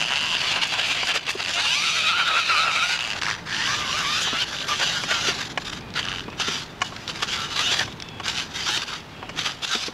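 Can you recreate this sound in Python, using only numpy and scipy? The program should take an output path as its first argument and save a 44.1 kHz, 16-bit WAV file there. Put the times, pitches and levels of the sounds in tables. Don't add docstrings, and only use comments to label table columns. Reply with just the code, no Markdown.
import sys
import numpy as np
from scipy import signal
from scipy.fft import rfft, irfft, next_fast_len
from scipy.io import wavfile
from scipy.ndimage import uniform_filter1d, map_coordinates

SR = 44100
rng = np.random.default_rng(int(sys.argv[2]) if len(sys.argv) > 2 else 0)


def digitize_waveform(pressure):
    field = np.atleast_2d(pressure).T
    bounded = np.clip(field, -1, 1)
    quanta = np.round(bounded * 32767).astype(np.int16)
    wavfile.write(sys.argv[1], SR, quanta)


N = 437913
PINION_TEETH = 8


def amp(db):
    return 10 ** (np.asarray(db) / 20)


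def unit(x):
    return x / np.sqrt(np.mean(x ** 2) + 1e-20)


def blend(a, b, share):
    share = np.clip(share, 0, 1)
    return np.sqrt(1 - share) * a + np.sqrt(share) * b


def curves(rows, outside=None):
    times_s, *columns = np.transpose(rows)
    return [np.interp(np.arange(N) / SR, times_s, column, outside, outside) for column in columns]


def wobble(knots_per_s):
    knots = rng.standard_normal(int(N * knots_per_s / SR) + 4)
    return map_coordinates(knots, [np.arange(N) * knots_per_s / SR])


def envelope(start_s, length_s, attack_s, release_s):
    t = np.arange(N) / SR - start_s
    rise = np.sin(np.pi / 2 * np.clip(t / attack_s + .5, 0, 1)) ** 2
    return rise * np.exp(-np.clip(t - length_s, 0, 1) / release_s)


def filtered(x, response):
    size = next_fast_len(N + 8192)
    return irfft(rfft(x, size) * response(np.fft.rfftfreq(size, 1 / SR)), size)[..., :N]


def coloured(x, points):
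    points_hz, points_db = np.transpose(points)
    hz = np.fft.rfftfreq(4096, 1 / SR)
    gain = amp(np.interp(np.log(hz + 1), np.log(points_hz), points_db))
    cepstrum = irfft(np.log(gain + 1e-6))
    half = len(cepstrum) // 2
    fold = np.r_[1, np.full(half - 1, 2), 1, np.zeros(half - 1)]
    return signal.fftconvolve(x, irfft(np.exp(rfft(cepstrum * fold))))[:N]


def band(x, lo_hz, hi_hz):
    sos = signal.butter(2, [lo_hz, min(hi_hz, SR / 2 - 1)], 'band', fs=SR, output='sos')
    return signal.sosfilt(sos, x)


def steady(x, window_s):
    width = int(window_s * SR)
    power = uniform_filter1d(uniform_filter1d(x * x, width), width)
    return x / np.sqrt(np.abs(power) + 1e-3 * np.mean(x * x))


def impacts(rate_hz, jitter_cycles, scatter_db):
    cycles = np.cumsum(rate_hz) / SR
    late, heavy = rng.standard_normal((int(cycles[-1]), 2)).T
    at = np.interp(np.arange(len(late)) + .5 + jitter_cycles * late, cycles, np.arange(N)).astype(int)
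    sizes = unit(amp(scatter_db * heavy)) * np.sqrt(SR / np.maximum(rate_hz[at], 20))
    return np.bincount(at, sizes, N)


def puff(t60_s, count=2048):
    noise = rng.standard_normal(count) * amp(-60 * np.arange(count) / SR / t60_s)
    return noise / np.linalg.norm(noise)


def ring(modes, t):
    strengths_db = rng.normal(0, 2.5, len(modes))
    x = sum(amp(db + extra_db - 60 * t / t60_s) * np.sin(2 * np.pi * (hz * t + rng.random()))
            for (hz, db, t60_s), extra_db in zip(modes, strengths_db))
    x = x * (1 - np.exp(-t / .00083))
    return x / np.abs(x).max()


def garden():
    # time in seconds, level in dB.
    rumble_levels = [(0.0, -43), (1.9, -48), (2.85, -49), (3.4, -41.5), (6.2, -40), (6.8, -43.5),
                     (7.4, -40), (8.85, -45), (9.05, -44.5), (9.35, -39), (9.7, -48)]
    # frequency in Hz, relative level in dB.
    rumble_spectrum = [(12, -61), (20, -15), (46, -11), (161, -3.5), (189, -7), (264, -8), (433, -12.5),
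                       (499, -17.5), (541, -24), (567, -25), (900, -60), (1170, -68), (1980, -120)]
    hiss_spectrum = [(290, -11.5), (500, -3), (586, 0.5), (676, 0), (863, 2), (1030, -0.5), (3330, -8),
                     (9510, -31), (15500, -31)]
    # frequency in Hz, relative level in dB.
    hum_partials = [(58, -62), (104, -59), (162, -54), (209, -59)]
    rumble_db, = curves(rumble_levels)
    rumble = amp(rumble_db + wobble(4)) * unit(coloured(rng.standard_normal(N), rumble_spectrum))
    hum = np.zeros(N)
    for hz, db in hum_partials:
        peak = np.sqrt(2) * amp(db - 2 + 5.5 * wobble(6.1))
        hum += peak * np.sin(2 * np.pi * np.cumsum(hz + 1.35 * wobble(6)) / SR)
    hiss = amp(-43.5) * unit(coloured(rng.standard_normal(N), hiss_spectrum))
    return rumble + hum + hiss


def whistles():
    # start and length in seconds, first and last pitch in Hz, relative level in dB.
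    tones = [(5.804, 0.13, 2403, 2490, -50), (6.24, .13, 2473, 2602, -47), (7.955, 0.32, 3520, 3260, -46.5),
             (7.98, 0.3, 2660, 2620, -49), (9.1, 0.19, 3360, 3220, -50), (9.11, 0.21, 2760, 2600, -51),
             (9.236, 0.12, 2896, 2820, -48)]
    out = np.zeros(N + SR)
    for start_s, length_s, first_hz, last_hz, db in tones:
        count = int(length_s * SR)
        hz = np.linspace(first_hz, last_hz, count) * (1 + .025 * wobble(300)[:count])
        swell = amp(db + 1.5) * signal.windows.tukey(count)
        out[round(start_s * SR):][:count] += swell * np.sin(2 * np.pi * np.cumsum(hz) / SR)
    return out[:N]


def ticks():
    # start in seconds, relative level in dB.
    clicks = [(1.072, -10), (1.267, -14), (2.99, -15), (4.423, -9), (6.052, -15), (3.215, -14),
              (3.465, -31), (5.732, -14.5), (5.8094, -25), (5.9036, -27), (5.9393, -21.5), (6.302, -27),
              (6.9638, -18.5), (7.078, -12.5), (7.925, -23), (8.0007, -17), (8.023, -15), (8.087, -23),
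              (8.315, -20), (8.7745, -10), (8.819, -13)]
    out = np.zeros(N + SR)
    for start_s, db in clicks:
        click = puff(t60_s=.019)
        out[round(start_s * SR):][:len(click)] += amp(db) * click
    return coloured(out, [(300, 5.5), (1500, 12.5), (3200, 20), (5500, 13.5), (8500, -5),
                          (12000, -15), (15500, -23)])


def crackle():
    # start and length in seconds, level against the gearbox in dB.
    scuffs = [(0.669, 0.011, -11), (0.861, .11, -18), (1.049, 0.044, -12), (1.14, 0.037, -15),
              (1.289, 0.058, -9.5), (3.97, 0.033, -17), (4.021, 0.016, -12), (4.204, 0.0348, -12),
              (5.018, .02, -13), (7.769, .04, -15), (8.698, .08, -11)]
    # frequency in Hz, relative level in dB.
    grit = [(1000, -23), (4000, 1.5), (6500, 3.5), (9000, -7), (12000, -13), (15500, -26)]
    grains = impacts(rate_hz=np.full(N, 220.), jitter_cycles=1.8, scatter_db=3)
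    flicks = signal.fftconvolve(grains, np.abs(puff(t60_s=.0064)))[:N] * rng.standard_normal(N)
    scrub = sum(amp(db) * envelope(start_s, length_s, attack_s=.008, release_s=.007)
                for start_s, length_s, db in scuffs)
    crunch = unit(rng.standard_normal(N) * amp(3.5 * wobble(900)))
    return coloured(amp(-22.5) * unit(flicks) + scrub * crunch, grit) / np.std(coloured(crunch, grit))


def knocks():
    # start in seconds, then relative dB of the whole, thud, body and crack.
    blows = [(1.03, -13.5, -25, -11, -10), (1.351, -30, -1, 0, 7), (4.269, -18, -23, -3, -3),
             (4.329, -19, -11.5, 2, -8), (5.036, -14.5, -22, -23, 1), (5.284, -14.5, -12, -25, -11),
             (5.575, -9, -36, -22, -8), (6.281, -23.5, -13, -2, -19), (6.328, -24, -35, -9, -14),
             (6.398, -13, -44, -20, 3), (6.482, -24, -5.5, -5, -5), (6.817, -6.5, -43, -10.5, -4.5),
             (6.807, -25, -32, -10, -2), (6.922, -25, -30, -2, -14), (7.228, -17, -35, -17, 2),
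             (7.716, -23, -10.5, -9, 14.5), (7.805, -16, -23, -10, -2), (7.877, -20.5, -36, -8, -15),
             (8.199, -17, -25, -9, -6), (8.281, -12.5, -31, -31, 3), (8.774, -26, -11, -11, -2),
             (8.816, -34, -26, -12, 1), (9.227, -19, -26, -3, -27), (9.292, -19, -28, -11, -2),
             (9.467, -16.5, -31, -18, -3), (9.751, -15.5, -15, -25, -15), (9.882, -24, -6, -5.5, -11)]
    # frequency in Hz, relative level in dB, t60 in seconds.
    chassis_modes = [(593, -11, 0.079), (744, -5.5, 0.085), (952, -0.5, 0.044), (1107, 3.5, 0.039),
                     (1385, -5, 0.046), (1690, -8.5, 0.027), (2224, -8, 0.041), (2435, -4.5, 0.031),
                     (2925, 2, 0.014)]
    tyre_modes = [(232, -9, 0.093), (317, 2, 0.02), (389, 1.5, 0.034), (507, -1.5, 0.02)]
    out, t = np.zeros(N + SR), np.arange(SR // 5) / SR
    for start_s, db, thud_db, body_db, crack_db in blows:
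        modes = [(hz, mode_db + (body_db + 4.5) * (hz < 1400), t60_s)
                 for hz, mode_db, t60_s in chassis_modes]
        for delay_s, bounce_db in [(0, 2), (.005, -3)]:
            crack = band(puff(t60_s=.043, count=len(t)), 3400, 6900)
            clack = band(puff(t60_s=.028, count=len(t)), 460, 2040)
            body = amp(-6) * ring(modes, t) + amp(-8.5) * clack / np.abs(clack).max()
            thud = amp(thud_db + 5.5) * ring(tyre_modes, t)
            blow = body + thud + amp(crack_db - 9.5) * crack / np.abs(crack).max()
            out[round((start_s + delay_s) * SR):][:len(t)] += amp(db + bounce_db) * blow
    return band(out[:N], 95, 7600)


def motor():
    # start and length in seconds, level in dB, target meshing rate in Hz,
    # share of clean meshing, share of pure overtones.
    bursts = [(-0.1, 0.67, -24, 960.6, 0.41, 0.02), (0.603, 0.21, -28, 699.4, 0.2, 0.05),
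              (0.825, 0.29, -25.5, 660.7, 0.4, 0.06), (1.169, 0.27, -36, 602.9, 0, 0.03),
              (1.382, 0.21, -28, 601.6, 0.1, 0.01), (2.986, 0.12, -27, 603, 0.3, 0.35),
              (3.217, 0.1, -29.5, 603.4, 0.47, 0.02), (4.471, 0.21, -30.5, 558.4, 0.28, 0.02),
              (5.303, 0.11, -30.5, 895.8, 0.02, 0.04), (5.967, 0.22, -30, 418, 0.2, 0.01),
              (6.384, 0.21, -29.5, 683.2, 0.54, 0.01), (6.838, 0.3, -43.5, 500.1, 0.62, 0),
              (7.149, 0.1, -34, 422, 0.34, 0.08), (7.276, 0.17, -28.5, 577.2, 0.6, 0.03),
              (7.488, 0.083, -30, 1208, 0.28, 0), (7.562, 0.15, -23.5, 1401, 0.5, 0.01),
              (7.712, .11, -25, 1418, 0.12, 0.01), (8.242, .17, -30, 458.1, 0.37, 0.18),
              (8.544, 0.13, -29, 607.3, 0.4, 0.15), (8.656, 0.12, -25.5, 982.4, 0.65, 0.1),
              (8.866, 0.1, -34.5, 399.6, 0.3, 0.1), (9.361, 0.14, -29.5, 598.7, 0.52, 0.01),
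              (9.664, 0.18, -29.5, 763, 0.4, 0.04)]
    # time in seconds, meshing rate in Hz, relative level in dB.
    drives = [
        [(1.53, 691, -27), (1.6, 745, -22.5), (1.7, 950, -22.5), (1.78, 1199, -21), (1.82, 1144, -22.5),
         (1.86, 1270, -20.5), (1.91, 1200, -23), (1.97, 1310, -20.5), (2.04, 1235, -21.5), (2.09, 1333, -20.0),
         (2.14, 1228, -23.5), (2.19, 1410, -21.5), (2.245, 1273, -25), (2.28, 1369, -20), (2.32, 1257, -23),
         (2.39, 1351, -20), (2.44, 1189, -25.5), (2.5, 1370, -21.5), (2.57, 1200, -22.5), (2.63, 1332, -21.5),
         (2.72, 1211, -25.5), (2.76, 1311, -23), (2.81, 1240, -25.5), (2.9, 1465, -22), (2.945, 1432, -21.5)],
        [(3.49, 624, -31), (3.6, 856.6, -26.5), (3.67, 980, -24.5), (3.73, 1193, -24.5), (3.76, 1127, -26.5),
         (3.8, 1229, -25.5), (3.85, 1038, -27.0), (3.92, 1018, -26.5), (3.99, 1408, -23), (4.05, 1075, -27.5),
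         (4.11, 1256, -21.5), (4.16, 1177, -24.5), (4.23, 1403, -22.0), (4.3, 1250, -25.5), (4.37, 1360, -23.5),
         (4.42, 1448, -22.5)],
        [(4.68, 1168, -25.0), (4.73, 1225, -23.5), (4.77, 1285, -26.5), (4.83, 1481, -22.5),
         (4.89, 1355, -23.5), (4.94, 1501, -24.5), (5.0, 1387, -26.5), (5.07, 1241, -32), (5.12, 1438, -23.0),
         (5.19, 1345, -23.5), (5.24, 1435, -25), (5.3, 1337, -23.5)],
    ]
    drive_tones = [(.7, .13), (.7, .13), (.54, .11)]
    # start and length in seconds, level in dB.
    surges = [(0.429, 0.022, -25), (0.513, 0.026, -26), (0.614, 0.025, -21), (0.711, 0.029, -23),
              (0.778, 0.023, -24.5), (0.829, 0.098, -25), (1.074, 0.031, -27.5), (1.14, 0.027, -21),
              (1.272, 0.043, -26), (3.153, 0.035, -30), (3.462, 0.034, -37.5), (4.396, 0.039, -33),
              (5.267, 0.026, -28), (5.448, 0.017, -30), (5.505, 0.014, -33), (5.6, .02, -37),
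              (5.649, 0.051, -33.5), (5.718, 0.037, -35), (5.768, 0.016, -37.5), (5.956, 0.038, -25),
              (6.398, 0.021, -21.5), (6.475, 0.012, -22.5), (6.601, 0.029, -45), (6.842, 0.041, -36),
              (7.087, 0.019, -28), (7.222, 0.011, -23), (7.32, 0.018, -26), (8.279, 0.02, -24.5),
              (8.366, 0.036, -27.5), (8.499, 0.02, -36), (8.825, 0.013, -30), (8.88, 0.019, -36),
              (9.384, 0.031, -24.5), (9.451, 0.022, -24), (9.624, 0.026, -25), (9.709, 0.044, -24),
              (9.856, 0.017, -28)]
    idle_db, crawl_hz = -52.5, 438
    spin_up_s, coast_s, edge_s = .055, .039, .022
    t = np.arange(N) / SR
    power = np.full(N, amp(idle_db) ** 2)
    push_hz, clean, overtone = np.zeros((3, N))
    for start_s, length_s, db, target_hz, *shares in bursts:
        power += (amp(db) * envelope(start_s, length_s, attack_s=.05, release_s=coast_s)) ** 2
        on = (t >= start_s) & (t < start_s + length_s + coast_s)
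        push_hz[on] = target_hz - crawl_hz
        clean[on], overtone[on] = shares
    inertia = np.exp(-1 / (spin_up_s * SR))
    mesh_hz = crawl_hz + signal.lfilter([1 - inertia], [1, -inertia], push_hz, zi=push_hz[:1])[0]
    for drive, shares in zip(drives, drive_tones):
        start_s, end_s = drive[0][0], drive[-1][0]
        drive_hz, db = curves(drive)
        power += (amp(db - .5) * envelope(start_s, end_s - start_s, edge_s, edge_s)) ** 2
        on = (t >= start_s) & (t < end_s + edge_s)
        mesh_hz[on] = drive_hz[on]
        clean[on], overtone[on] = shares
    for start_s, length_s, db in surges:
        power += (amp(db) * envelope(start_s, length_s, attack_s=.029, release_s=.0091)) ** 2
    whine = clean * amp(6 * wobble(22))
    mesh_hz *= 1 + .008 * wobble(20)
    return np.sqrt(power), mesh_hz, whine / (whine + 1 - clean), overtone


def meshing(mesh_hz):
    sag_share, sag_hz = .036, 16
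    tread_phase = 2 * np.pi * (sag_hz * np.arange(N) / SR + .25 * wobble(5) + rng.random())
    sag = sag_share * signal.sawtooth(tread_phase, .25)
    rate_hz = mesh_hz * (1 + sag + .014 * wobble(45) + .007 * wobble(130))
    cycles = np.cumsum(rate_hz) / SR
    turns = int(cycles[-1] / PINION_TEETH)
    flaws = signal.lfilter(*signal.butter(2, .13), rng.standard_normal((2, turns, PINION_TEETH)), axis=1)
    late, heavy = unit(flaws).reshape(2, -1)
    at = np.round(np.interp(np.arange(len(late)) + .5 + .09 * late, cycles, np.arange(N))).astype(int)
    sizes = np.sqrt(SR / rate_hz[at])
    teeth = np.bincount(at, (1 + .45 * heavy) * sizes, N)
    chipped_tooth = np.bincount(at[::PINION_TEETH], sizes[::PINION_TEETH], N)
    return unit(teeth) + .15 * unit(band(chipped_tooth, 2600, 3400))


def overtones(mesh_hz):
    rate_hz = mesh_hz * (1 + .022 * wobble(40) + .005 * wobble(300))
    half_phase = np.pi * np.cumsum(rate_hz) / SR
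    tones = sum(amp(6.5 * wobble(30)) * np.sin(k * half_phase + 2 * np.pi * rng.random())
                for k in range(3, 12))
    response = [(600, -8), (2200, -5), (2950, -1), (3600, -3), (5000, -2), (6500, -3), (9000, -14)]
    return steady(coloured(tones, response), window_s=.08)


def slipping():
    # start and length in seconds, first and last click rate in Hz,
    # share of the gearbox sound, share of ring in a click.
    slips = [(-0.005, .1, 100, 130, .55, .15), (.095, .14, 132, 152, .45, .2),
             (.235, .135, 152, 175, .2, .5), (1.421, .085, 92, 88, .5, .03),
             (2.984, .15, 128, 100, .6, .08), (3.21, .075, 70, 115, .6, 0), (3.285, .07, 115, 95, .6, 0),
             (3.515, .17, 48, 60, .1, .75), (3.8, .14, 56, 58, .08, .75), (4.56, .09, 50, 54, .12, .6),
             (6.02, .06, 72, 100, .6, .1), (6.08, .135, 98, 84, .65, .15), (8.345, .07, 138, 130, .4, .1),
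             (9.485, .045, 110, 120, .45, .1)]
    spells = [curves([(start_s, first_hz, *shares), (start_s + length_s, last_hz, *shares)], outside=0)
              for start_s, length_s, first_hz, last_hz, *shares in slips]
    rate_hz, share, ring_share = np.max(spells, axis=0)
    blows = impacts(rate_hz, jitter_cycles=.025, scatter_db=1.7)
    t = np.arange(512) / SR
    click_shape = np.exp(-t / .0015) * (1 - np.exp(-t / .0003))
    chatter = signal.fftconvolve(blows, click_shape)[:N] * np.sign(rng.standard_normal(N))
    clicks = blend(unit(band(chatter, 380, SR / 2)), unit(band(blows, 2680, 3160)), ring_share)
    return clicks / np.std(clicks[share > 0]), share


def singing():
    # start and length in seconds, first, middle and last pitch in Hz,
    # share of the gearbox sound.
    glides = [(1.53, .1, 2600, 2850, 2980, .18), (1.54, .07, 680, 700, 730, .07),
              (1.55, .085, 1350, 1460, 1780, .14), (1.555, .06, 2080, 2140, 2130, .13),
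              (1.555, .05, 3480, 3570, 3620, .08), (1.625, .145, 2980, 2830, 3520, .33),
              (1.615, .06, 3750, 3620, 3520, .14), (1.71, .06, 5780, 5980, 6080, .04),
              (1.775, .05, 6050, 5780, 5650, .07), (1.89, .04, 6150, 5900, 5650, .05),
              (1.94, .04, 6150, 6000, 5750, .04), (2.17, .08, 1480, 1380, 1250, .1),
              (2.25, .095, 1500, 1350, 1190, .24), (2.33, .08, 1260, 1370, 1400, .2),
              (2.49, .07, 1480, 1330, 1190, .24), (2.62, .1, 1430, 1370, 1250, .16),
              (3.51, .11, 1450, 1700, 2100, .1), (3.59, .1, 1750, 1930, 2020, .12),
              (3.66, .08, 1580, 1780, 1720, .06), (3.66, .1, 1000, 1170, 1230, .2),
              (3.71, .05, 5750, 5950, 6080, .07), (3.8, .1, 1650, 1500, 1620, .09),
              (4.08, .11, 4450, 4780, 5000, .08), (3.76, .1, 1180, 1210, 1130, .25),
              (3.78, .09, 2480, 2330, 2000, .1), (3.85, .07, 1010, 1060, 1020, .17),
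              (3.95, .095, 1330, 1530, 1170, .22), (4.08, .06, 1170, 1210, 1190, .17),
              (4.13, .08, 1330, 1480, 1620, .07), (4.23, .09, 1620, 1760, 1860, .1),
              (4.28, .05, 2480, 2550, 2600, .08), (4.36, .085, 2620, 2850, 3060, .16),
              (4.625, .05, 1600, 1580, 1590, .35), (4.685, .05, 1180, 1185, 1200, .25),
              (4.695, .05, 3000, 3280, 3450, .14), (4.8, .1, 2750, 2920, 3200, .16),
              (4.92, .11, 1510, 1420, 1540, .15), (5.095, .12, 1450, 1380, 1370, .2),
              (5.125, .08, 3300, 3200, 3370, .15), (6.395, .05, 3480, 3300, 3050, .15),
              (7.275, .08, 3100, 3200, 3520, .25), (7.365, .095, 1420, 1330, 1380, .3),
              (7.585, .07, 1250, 1280, 1650, .1), (7.62, .11, 2680, 2930, 3080, .32),
              (7.625, .045, 6000, 6250, 6500, .06), (7.808, .04, 1850, 1620, 1400, .2),
              (8.59, .085, 4800, 4720, 4740, .2), (8.68, .085, 2750, 2980, 3300, .18),
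              (9.625, .035, 3350, 3550, 3500, .2), (9.685, .07, 1500, 1580, 1560, .14)]
    tone, share = np.zeros((2, N))
    for start_s, length_s, *pitches_hz, peak_share in glides:
        first, count = round(start_s * SR), int(length_s * SR)
        hz = np.polyval(np.polyfit([0, .5, 1], pitches_hz, 2), np.linspace(0, 1, count))
        phase = 2 * np.pi * np.cumsum(hz) / SR
        runout = 1 + .5 * np.sin(phase / PINION_TEETH + 2 * np.pi * rng.random())
        roughness_rad = .55 * unit(band(rng.standard_normal(count), 30, 300))
        swell = peak_share * signal.windows.tukey(count, .6)
        tone[first:][:count] += np.sqrt(2 * swell) * runout * np.sin(phase + roughness_rad)
        share[first:][:count] += swell
    return tone, np.clip(share, 0, 1)


def reflections(x, depth_db):
    spectrum = signal.stft(x, nperseg=512)[2]
    bins, frames = spectrum.shape
    grid = np.meshgrid(np.arange(bins) / 2.622, np.arange(frames) / 11, indexing='ij')
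    ripple = map_coordinates(rng.standard_normal((bins, frames)), grid, mode='mirror')
    return signal.istft(spectrum * amp(depth_db * ripple), nperseg=512)[1][:N]


def housing(force):
    # centre in Hz, width in Hz, gain in dB.
    resonances = [(1620, 150, -7), (3690, 600, -2), (4730, 470, -7), (5880, 230, -4), (6600, 1600, -15),
                  (10960, 1100, -2)]
    # frequency in Hz, relative level in dB.
    passing = [(180, -57), (300, -23.5), (708, -11), (1050, -12), (1350, -5), (1870, -11.5), (2440, 0),
               (2980, -6.5), (3230, -11), (3810, -6), (4140, -8), (5850, -15.5), (6570, -17.5),
               (11500, -35.5), (15500, -64)]
    approaching = [(180, -27), (300, -15), (411, -15), (720, -7), (953, -7.5), (1670, -5), (2140, -5.5),
                   (2720, 1.5), (3690, -10), (4720, -7.5), (5660, -17.5), (6570, -15.5), (7370, -22),
                   (10400, -35), (15500, -50)]
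    turning = [(180, -68), (300, -27), (360, -12), (397, -43), (446, -14), (581, -19.5), (877, -9),
               (1750, -1.5), (2610, -2), (2930, -2), (3280, -4), (5850, -8.5), (7370, -19.5),
               (11100, -35.5), (15500, -48)]
    climbing = [(180, -40), (300, -17), (674, -5), (1090, -5), (1180, 1.5), (1260, -5), (1540, -2),
                (2140, -2.5), (2930, 0.5), (4210, -3.5), (5950, -7.5), (7250, -12.5), (8840, -28),
                (11300, -26), (15500, -49)]
    on_top = [(180, -51), (300, -5), (446, -4), (652, -13), (708, -1.5), (1090, 1), (1350, 7), (2210, -1.5),
              (3020, 1), (4140, -6), (4650, -4.5), (7250, -15), (8990, -30.5), (11000, -29.5), (15500, -46)]
    # time in seconds, place as an index into faces.
    route = [(1.45, 1), (1.8, 0), (2.9, 0), (3, 1), (3.17, 1), (3.22, 2), (3.62, 2), (3.8, 3), (5.4, 3),
             (6.3, 4), (7.5, 4), (7.6, 3), (7.9, 3), (8.5, 4)]
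    faces = [passing, approaching, turning, climbing, on_top]
    place, = curves(route)
    ringing = filtered(force, lambda hz: 1 + sum(
        amp(db) * 1j * hz * width_hz / (centre_hz ** 2 - hz ** 2 + 1j * hz * width_hz)
        for centre_hz, width_hz, db in resonances))
    return sum(np.maximum(1 - np.abs(place - k), 0) * unit(coloured(ringing, face))
               for k, face in enumerate(faces))


def heading(sound):
    # time in seconds, relative whine level in dB, fizz against rasp in dB.
    balance = [(0.0, -7, -7.5), (1.25, -9.5, -9), (1.6, -6, -0.5), (1.85, -8.5, -6), (2.1, -7.5, -11),
               (2.36, -2.5, -11.5), (2.45, -7, -9.5), (2.52, -2.5, -9.5), (2.58, -4.5, -9),
               (2.68, -0.5, -7), (3.09, -8.5, -6), (3.26, 5, 1.5), (3.51, 2.5, -1), (3.74, -3.5, -3),
               (3.93, -8, -2.5), (4.0, -4.5, -5.5), (4.22, -8.5, -3.5), (4.4, -7, -9.5), (4.55, -6, -3.5),
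               (5.7, -4.5, -1), (6.05, -7.5, -12), (6.42, -7.5, -3), (6.95, -3, 0), (7.6, -8.5, -5),
               (8.68, -6, -1), (9.4, -8, -5), (9.93, -7.5, 1)]
    whine_db, fizz_db = curves(balance)
    low = filtered(sound, lambda hz: 1 / (1 + (hz / 2107) ** 8))
    body = filtered(sound, lambda hz: 1 / (1 + (hz / 4160) ** 8))
    whine, rasp, fizz = (steady(part, window_s=.11) for part in (low, body - low, sound - body))
    whine *= unit(amp(2.6 * wobble(32)))
    mix = amp(whine_db + 4) * whine + rasp + amp(fizz_db) * fizz
    return amp(-2.5) * mix / np.sqrt(1 + amp(fizz_db) ** 2)


def drivetrain():
    gain, mesh_hz, clean_share, overtone_share = motor()
    load = .4 + .5 * np.tanh(1.5 * wobble(18))
    teeth = unit(blend(meshing(mesh_hz), meshing(mesh_hz * 1.07), load))
    rattle = unit(rng.standard_normal(N) * amp(.65 * wobble(700) + 2.9 * wobble(170)))
    force = reflections(blend(rattle, teeth, clean_share), depth_db=2.7)
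    force = blend(unit(force), .48 * overtones(mesh_hz), overtone_share)
    force = blend(force, *slipping())
    gears = housing(force)
    glide, glide_share = singing()
    flutter = amp(wobble(35))
    return gain * flutter * (np.sqrt(1 - glide_share) * heading(gears) + glide + crackle())


def scene():
    car = drivetrain() + knocks() + ticks()
    scatter = signal.fftconvolve(car, np.pad(puff(t60_s=.023), (130, 0)))[:N]
    side = coloured(scatter, [(500, -62), (1400, -96), (2800, -31.5), (5600, -17.5), (11000, -15.5)])
    mid = car + garden() + whistles()
    return np.array([mid + side, mid - side])


def record(dry):
    ceiling, rolloff_hz, limit_hz = .38, 14500, 15750
    rounded = dry / (1 + np.abs(dry / ceiling) ** 6) ** (1 / 6)
    return filtered(rounded, lambda hz: (hz < limit_hz) / np.sqrt(1 + (hz / rolloff_hz) ** 12))


dry = scene()
out = record(dry)
digitize_waveform(out)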